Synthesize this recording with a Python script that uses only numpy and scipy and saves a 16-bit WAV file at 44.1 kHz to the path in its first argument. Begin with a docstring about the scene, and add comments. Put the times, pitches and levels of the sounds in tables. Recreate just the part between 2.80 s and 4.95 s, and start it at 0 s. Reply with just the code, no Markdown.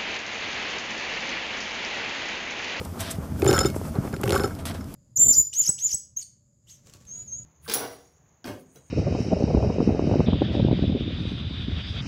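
"""Sheet winch on a sailing boat

The winch is hauled in two pulls: pawls click over the teeth, ring the metal drum and knock the hollow deck.
Cracks are short noise bursts; drum and deck are sums of fading sine tones; bearings are grainy noise.
Hands and sleeves rustle along the rope (banded noise), and rope and hull thump (short low tones).
A low engine rumble, a water wash and a faint hiss, all shaped noise, lie under it.
"""
import sys
import numpy as np
from scipy import signal
from scipy.fft import rfft, irfft, next_fast_len
from scipy.io import wavfile
from scipy.ndimage import map_coordinates

SR = 44100
rng = np.random.default_rng(int(sys.argv[2]) if len(sys.argv) > 2 else 0)


def materialize(psi):
    """Save the field psi as 16-bit PCM at rate SR to the path in sys.argv[1].

    A 1-D psi becomes a single channel; in a 2-D psi each row is a channel.
    """
    bounded = np.clip(np.atleast_2d(psi).T, -1, 1)
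    quanta = np.round(bounded * 32767).astype(np.int16)
    wavfile.write(sys.argv[1], SR, quanta)


N = 94815


def amp(db):
    """Turn decibels into a plain multiplier."""
    return 10 ** (np.asarray(db) / 20)


def unit(x):
    """Scale x to an rms level of 1."""
    return x / np.sqrt(np.mean(x ** 2) + 1e-20)


def curves(rows, outside_db=-120):
    """Join the rows by straight lines: one value per sample for each column after the time."""
    time_s, *columns = np.transpose(rows)
    return [np.interp(np.arange(N) / SR, time_s, column, outside_db, outside_db) for column in columns]


def wobble(rate):
    """A smooth random curve with `rate` random points a second."""
    points = rng.standard_normal(int(N * rate / SR) + 4)
    return map_coordinates(points, [np.arange(N) * rate / SR])


def filtered(x, response):
    """Weight the frequencies of x by response(frequency in Hz)."""
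    m = next_fast_len(len(x) + 8192)  # spare room keeps the filter's tail from wrapping round
    return irfft(rfft(x, m) * response(np.fft.rfftfreq(m, 1 / SR)), m)[:len(x)]


def noise(spectrum, lumpy_db, rate):
    """Noise of rms 1 whose colour follows the spectrum and whose level flutters."""
    f, level_db = np.transpose(spectrum)
    grains = amp(lumpy_db * wobble(rate)) * rng.standard_normal(N)
    colour = lambda hz: amp(np.interp(np.log(hz + 1), np.log(f + 1), level_db))
    return unit(filtered(grains, colour))


def resonances(peaks):
    """A response that boosts narrow bands, as a body does at its own pitches; signs alternate."""
    def response(f):
        total = 0
        for k, (centre, width, db) in enumerate(peaks):
            peak = 1j * f * width / (centre * centre - f * f + 1j * f * width)
            total = total + (-1) ** k * amp(db) * peak
        return total
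    return response


def ring(modes, t, rise, scatter_db):
    """A struck body sounds several fading tones, wavering and a little different at each blow."""
    wander_s = 0.00005  # how far the timing of the cycles drifts, so that the pitch wavers
    scatter = rng.standard_normal((len(modes), 3))
    grid = np.meshgrid(np.arange(len(modes)), t * 120, indexing="ij")  # 120 random points a second
    waver = map_coordinates(rng.standard_normal((len(modes), 20)), grid, order=1)
    total = np.zeros(len(t))
    for k, (hz, db, t60) in enumerate(modes):
        louder, sharper, longer = scatter[k]
        level_db = db + scatter_db * (louder / 2 + waver[k])
        fade_db = -60 * t / (t60 * amp(scatter_db * longer / 2))
        cycles = hz * ((1 + 0.004 * sharper) * t + wander_s * waver[-1 - k])
        total += amp(level_db + fade_db) * np.sin(2 * np.pi * cycles)
    return total * (1 - np.exp(-t / rise))


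def add(out, s, x):
    """Mix x into out from time s."""
    part = out[max(round(s * SR), 0):][:len(x)]
    part += x[:len(part)]


def background():
    """Lumpy engine rumble with a steady hum, water wash and hiss: each is noise of its own colour."""
    # changing levels: time_s, rumble_db, wash_db, hiss_db
    ground = [(0.0, -32.5, -40.5, -50), (0.16, -38.5, -44.5, -52), (0.29, -38, -46.5, -53),
              (0.56, -32, -43, -50.5), (0.65, -28, -51, -45.5), (0.77, -25.5, -28.5, -40),
              (0.83, -27, -38.5, -43), (0.95, -31.5, -42, -50.5), (1.26, -34, -40.5, -51),
              (1.4, -35.5, -41.5, -54.5), (1.5, -27.5, -56, -43.5), (1.63, -32, -41.5, -49.5),
              (1.81, -35, -46.5, -56.5), (1.93, -34.5, -44.5, -58.5), (2.15, -38.5, -46, -53.5)]
    # colour of the engine rumble: pitch_hz, level_db (per Hz, relative)
    rumble_colour = [(13, -47), (30, -12), (50, -9.5), (87, -1), (113, -10), (167, -6), (264, -9),
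                     (296, -9), (338, -21.5), (375, -29), (500, -51), (650, -20), (1100, -120)]
    # colour of the water wash: pitch_hz, level_db (per Hz, relative)
    wash_colour = [(190, -37), (330, -1.5), (1090, -12), (1290, -11), (1380, -12.5), (1770, -22.5),
                   (2500, -30.5), (3250, -57), (5500, -120)]
    # colour of the hiss: pitch_hz, level_db (per Hz, relative)
    hiss_colour = [(1180, -6), (2000, -1.5), (3350, -0.5), (3880, -5), (5110, 0.5), (7200, -1.5),
                   (13500, -2), (15600, -7.5)]
    hum_hz, hum_width_hz, hum_db = 88.8, 7.9, -38.5  # engine hum

    rumble_level, wash_level, hiss_level = amp(curves(ground, outside_db=-45))
    hum = unit(filtered(rng.standard_normal(N), resonances([(hum_hz, hum_width_hz, 0)])))
    rumble = rumble_level * noise(rumble_colour, lumpy_db=2, rate=54)
    wash = wash_level * noise(wash_colour, lumpy_db=4.0, rate=34)
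    hiss = hiss_level * noise(hiss_colour, lumpy_db=2, rate=25)
    return rumble + amp(hum_db) * hum + wash + hiss


def rustles():
    """Hands and sleeves rub cloth and rope: grainy noise in two bands, and the sliding rope hums."""
    # one list per rustle: time_s, middle_db, treble_db
    rustle_levels = [
        [(0.0, -63, -61), (0.006, -78, -56), (0.016, -63, -71), (0.032, -98, -59), (0.042, -81, -81),
         (0.05, -44.5, -40), (0.068, -72, -68), (0.08, -77, -60)],
        [(0.17, -67, -71), (0.192, -44, -50), (0.206, -34.5, -31.5), (0.236, -39, -45.5), (0.298, -38.5, -49),
         (0.312, -39, -30), (0.346, -49.5, -58), (0.36, -55, -51)],
        [(0.93, -71, -57), (0.944, -70, -56), (0.956, -78, -44), (0.964, -65, -44), (0.974, -80, -49),
         (0.992, -67, -51.5), (1.004, -79, -58), (1.05, -53.5, -51.5), (1.1, -70, -52.5)],
        [(1.77, -75, -71), (1.782, -65, -76), (1.79, -45, -50), (1.851, -68, -65), (1.855, -38.5, -34.5),
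         (1.872, -37, -40), (1.914, -42, -49), (1.936, -54.5, -59), (1.946, -43.5, -46.5), (1.99, -59, -64)],
    ]
    # colour of the middle band: pitch_hz, level_db (per Hz, relative)
    middle_colour = [(290, -53), (500, -80), (662, -11), (1020, -6), (1290, -6.5), (1690, -7.5),
                     (2960, -10.5), (3220, -8), (6000, -15), (7800, -55), (13200, -120)]
    # colour of the treble band: pitch_hz, level_db (per Hz, relative)
    treble_colour = [(3240, -17), (5500, -1), (7210, 0.5), (7870, 5), (9210, 1.5), (10600, 2.5),
                     (15600, -7.5)]
    rope_hz, rope_width_hz, rope_db = 664, 24, -4  # hum level is relative to the middle band

    middle = noise(middle_colour, lumpy_db=1.7, rate=400)
    rope = unit(filtered(rng.standard_normal(N), resonances([(rope_hz, rope_width_hz, 0)])))
    middle = middle + amp(rope_db) * rope
    treble = noise(treble_colour, lumpy_db=1.7, rate=500)
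    return sum(amp(mid_db) * middle + amp(top_db) * treble for mid_db, top_db in map(curves, rustle_levels))


def thumps():
    """Rope and hull thump: a low fading tone with a sharp first dip, and a dull slap of noise."""
    # thumps of rope and hull: start_s, push_db, pitch_hz, slap_db (of half the slap's peak)
    thump_list = [(0.014, -28, 170, -28), (0.058, -40, 122, -36), (0.216, -31, 276, -51),
                  (0.248, -28, 187, -51), (0.383, -21.5, 151, -42.5), (0.519, -21.5, 125, -39),
                  (0.944, -26, 198, -32), (0.9626, -15, 298, -30.5), (1.0138, -19.5, 390, -43),
                  (1.051, -27, 121, -32.5), (1.152, -39, 118, -40), (1.184, -10, 124, -39),
                  (1.249, -20.5, 201, -50), (1.275, -21.5, 122, -27.5), (1.334, -19, 143, -28),
                  (1.464, -17, 118, -52), (1.766, -31, 277, -41), (1.949, -34.5, 208, -33.5),
                  (2, -32, 209, -61)]
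    fade_cycles = 4  # the tone fades by 30 dB in this many cycles
    jolt_cycles, jolt_db = 0.13, -3.5  # width of the first dip, and its depth relative to the tone
    slap_t60_s, slap_hz = 0.036, 1070  # time to fade by 60 dB, and where the treble starts to fall

    out, t = np.zeros(N), np.arange(SR // 10) / SR
    for s, push_db, hz, slap_db in thump_list:
        tone = np.sin(2 * np.pi * (hz * t - 3 * jolt_cycles))
        push = tone * amp(-30 * t * hz / fade_cycles) * (1 - np.exp(-t / 0.0019))
        u = t * hz / jolt_cycles - 3  # distance from the middle of the dip, in widths
        push = push - amp(jolt_db) * (1 - u ** 2) * np.exp(-u ** 2 / 2)
        burst = amp(-60 * t / slap_t60_s) * rng.standard_normal(len(t))
        slap = filtered(burst, lambda f: 1 / (1 + 1j * f / slap_hz) ** 3)
        add(out, s, amp(push_db) * push + amp(slap_db) * 2 * slap / np.abs(slap).max())
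    return out


def bearings():
    """The turning drum rolls on its bearings: grainy noise coloured by deck and drum, plus hiss."""
    # one list per turn of the drum: time_s, level_db
    turns = [
        [(0.59, -40), (0.754, -22.5), (0.838, -35), (0.92, -46)],
        [(1.41, -57), (1.468, -34), (1.55, -24.5), (1.68, -35)],
    ]
    # tones of deck and drum that the rolling excites: pitch_hz, width_hz, level_db (relative)
    body_peaks = [(396, 32.4, 2), (547, 27, -2.5), (752, 58, -7), (1140, 29, -9.5), (1345, 51, -9.5),
                  (1444, 78, -9), (1542, 61, -7), (3080, 54, -38), (6940, 55, -19.5), (11270, 240, -22.5)]
    hiss_db = -16.5  # relative to the coloured noise

    def grit():
        return amp(6.9 * wobble(150)) * rng.standard_normal(N)

    body = unit(filtered(grit(), resonances(body_peaks)))
    hiss = unit(np.diff(grit(), prepend=0))  # differences between samples favour the treble
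    level = sum(amp(curves(rows)[0]) for rows in turns)
    return level * (body + amp(hiss_db) * hiss)


def drum():
    """A short gritty scrape excites the drum's tones, which are damped after the length of each ring."""
    # rings of the drum: start_s, level_db, upper_over_lower_db, middle_db, length_s
    ring_list = [(0.675, -26, 15, -26, 0.0097), (0.693, -22, -11, -19, 0.015),
                 (0.734, -24.5, 6.5, -23.5, 0.027), (0.743, -23, -22, -25, 0.024),
                 (0.762, -33.5, 15, -20, 0.025), (0.788, -22, 11, -23, 0.004),
                 (0.804, -19, -9, -23.5, 0.014), (0.831, -28, -8, -26, 0.012),
                 (.855, -22.5, 0.5, -26.5, 0.016), (1.339, -37, 1, -29, 0.0058),
                 (1.529, -24, -4, -21.5, 0.0035), (1.551, -33, 0, -31, 0.012),
                 (1.564, -33.5, 6.5, -37, 0.021), (1.602, -34, -15, -34, 0.009),
                 (1.64, -28, -9, -28, 0.014), (1.708, -50, -3, -34, 0.005), (2.008, -44, -3, -38, 0.005)]
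    # high tones: pitch_hz, level_db (relative), t60_s (fade by 60 dB), share (of upper_over_lower_db)
    high_modes = [(3020, -13.5, 0.041, 0), (3760, -18, 0.14, 0.33), (4340, -18, 0.3, 0.18),
                  (5226, -2.5, 0.093, 0.035), (5370, -5, 0.05, 0.15), (7065, -6.5, 0.11, 0.68),
                  (7120, -10.5, 0.037, 0.65), (9000, -12.5, 0.062, 0.18), (9900, -16, 0.037, 0.7),
                  (11200, -17, .04, 0.3), (5620, -9.5, 0.025, 0.043), (3590, -16.5, 0.14, 0.67),
                  (6590, -5.5, 0.023, 0.46)]
    # middle tones: pitch_hz, level_db (relative), t60_s (fade by 60 dB)
    middle_modes = [(1317, 2.5, 0.074), (1426, 5, 0.031), (1578, -3, 0.039), (1140, -6, 0.03),
                    (2124, -11, 0.038)]
    rise_s, damp_s, damped_db = 0.002, 0.004, -7  # swelling time, damping time, drop once damped
    scrape_s, scrape_db = 0.003, -14  # strike's fading time; friction noise relative to the ring's level

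    out, t = np.zeros(N), np.arange(SR // 8) / SR
    for s, level_db, upper_db, mid_db, length in ring_list:
        tuned = [(hz, db + share * upper_db, t60) for hz, db, t60, share in high_modes]
        high = ring(tuned, t, rise_s, scatter_db=3.0)
        middle = ring(middle_modes, t, rise_s, scatter_db=2.5)
        modes = amp(level_db) * high + amp(mid_db) * middle
        grit = rng.standard_normal((2, len(t)))
        strike = grit[0] ** 3 * np.exp(-t / scrape_s)  # cubing makes a few grains stand out
        struck = signal.fftconvolve(modes, strike / np.linalg.norm(strike))[:len(t)]
        friction = grit[1] * np.exp(-t / length) * (1 - np.exp(-t / rise_s))
        friction = amp(scrape_db + level_db) * friction
        damp = amp(damped_db * (1 - np.exp(-np.maximum(t - length, 0) / damp_s)))
        add(out, s, (modes + struck / 2 + friction) * damp)
    return out * amp(1.4 * wobble(250))  # the level flickers


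def pawls():
    """Each click is a short crack of its own colour, then the hollow deck swells and rings."""
    # pawl clicks and a few faint rope ticks:
    # start_s, crack_swing_db (lowest to highest point), knock_db, tilt_db_per_octave, strongest_pitch_hz
    click_list = [(0.597, -24.5, -45, 17, 7160), (0.6204, -11.5, -36, -8, 2500),
                  (0.6236, -24, -16.5, -21, 2860), (0.6364, -32, -29, -3, 2530),
                  (0.6452, -17, -50, 3, 11200), (0.6488, -14.5, -18, -16, 2940),
                  (0.6596, -17, -24, 1, 12800), (0.6645, -6.5, -14.5, -10, 3100),
                  (0.6875, -12.5, -13, -1, 5210), (0.7112, -9.5, -15.5, -6.5, 4300),
                  (0.7291, -8.5, -19.5, -6.5, 7100), (0.7447, -25, -23, 3, 5230),
                  (0.7526, -29, -30.5, -7, 7070), (0.7795, -9, -25, -11.5, 3330),
                  (0.7909, -8.5, -49, -1, 6600), (0.8124, -25, -42, 2, 5360),
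                  (0.8477, -14.5, -14.5, -7.5, 5360), (0.8863, -29, -37, -5, 5210),
                  (0.9012, -23.5, -40, -1, 5220), (1.1543, -29, -29, -6, 4160),
                  (1.3278, -28, -33, -2, 5160), (1.3644, -25, -37, -3, 4430), (1.4133, -21, -57, 6, 11200),
                  (1.4339, -11.5, -19.5, -10.5, 2630), (1.4378, -17, -31.5, -2, 2900),
                  (1.4561, -27, -38, 5, 11100), (1.4771, -14.5, -21, -9, 3100), (1.482, -23, -51, 4, 11500),
                  (1.494, -12, -17.5, -4.5, 3000), (1.506, -9.5, -23.5, -4, 4360),
                  (1.5222, -10.5, -17.5, -4.5, 5650), (1.5442, -11.5, -18, -7, 2790),
                  (1.5528, -14.5, -37, -7, 11600), (1.578, -18, -52, -3, 7060),
                  (1.5971, -14.5, -21, -10.5, 5300), (1.6362, -16.5, -19, -4, 5600),
                  (1.751, -30, -55, 0, 5040), (1.854, -17.5, -57, -7.5, 3300),
                  (2.0425, -32.5, -62, -2, 5000), (2.1404, -23.5, -52, 6, 11400)]
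    # tones of the deck, plus one long drum tone (2184 Hz) that is never damped: pitch_hz, level_db (relative),
    # t60_s (fade by 60 dB)
    deck_modes = [(391.4, 8, 0.051), (350.6, 5, 0.037), (539.5, -8, 0.12), (792, -1.5, 0.031),
                  (124.5, -5, 0.12), (2184, -29, 0.33)]
    knock_rise_s, knock_lag_s = 0.0037, 0.002516  # the deck swells slowly, a little after the crack
    crack_rise_s, crack_t60_s = 0.0001, 0.012
    peak_db, peak_q = 4.5, 18  # added resonance at the strongest pitch; a higher q is narrower
    low_hz, top_hz = 910, 13800  # the crack fades out below and above these

    out, t = np.zeros(N), np.arange(SR // 8) / SR
    for s, crack_db, knock_db, tilt, peak_hz in click_list:
        bump = resonances([(peak_hz, peak_hz / peak_q, peak_db)])

        def colour(hz):
            slope = amp(tilt * np.log2((hz + 300) / 5000))
            bass_cut = (1j * hz / (1j * hz + low_hz)) ** 2
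            treble_cut = 1 / (1 + (hz / top_hz) ** 10)
            return slope * (1 + bump(hz + 1)) * bass_cut * treble_cut

        envelope = amp(-60 * t / crack_t60_s) * (1 - np.exp(-t / crack_rise_s))
        crack = filtered(envelope * np.tanh(2 * rng.standard_normal(len(t))), colour)
        add(out, s, amp(crack_db) * crack / np.ptp(crack))
        knock = ring(deck_modes, t, knock_rise_s, scatter_db=4.0)
        add(out, s + knock_lag_s, amp(knock_db) * knock)
    return out


def scene():
    """All layers sound together in one channel."""
    return (background() + rustles() + thumps() + bearings() + drum() + pawls())[None]


def record(dry):
    """The microphone rolls off the lowest bass, and nothing passes above the band limit."""
    low_hz, top_hz = 25.5, 15400
    return filtered(dry[0], lambda hz: (1j * hz / (1j * hz + low_hz)) ** 2 * (hz < top_hz))[None]


dry = scene()
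out = record(dry)
materialize(out)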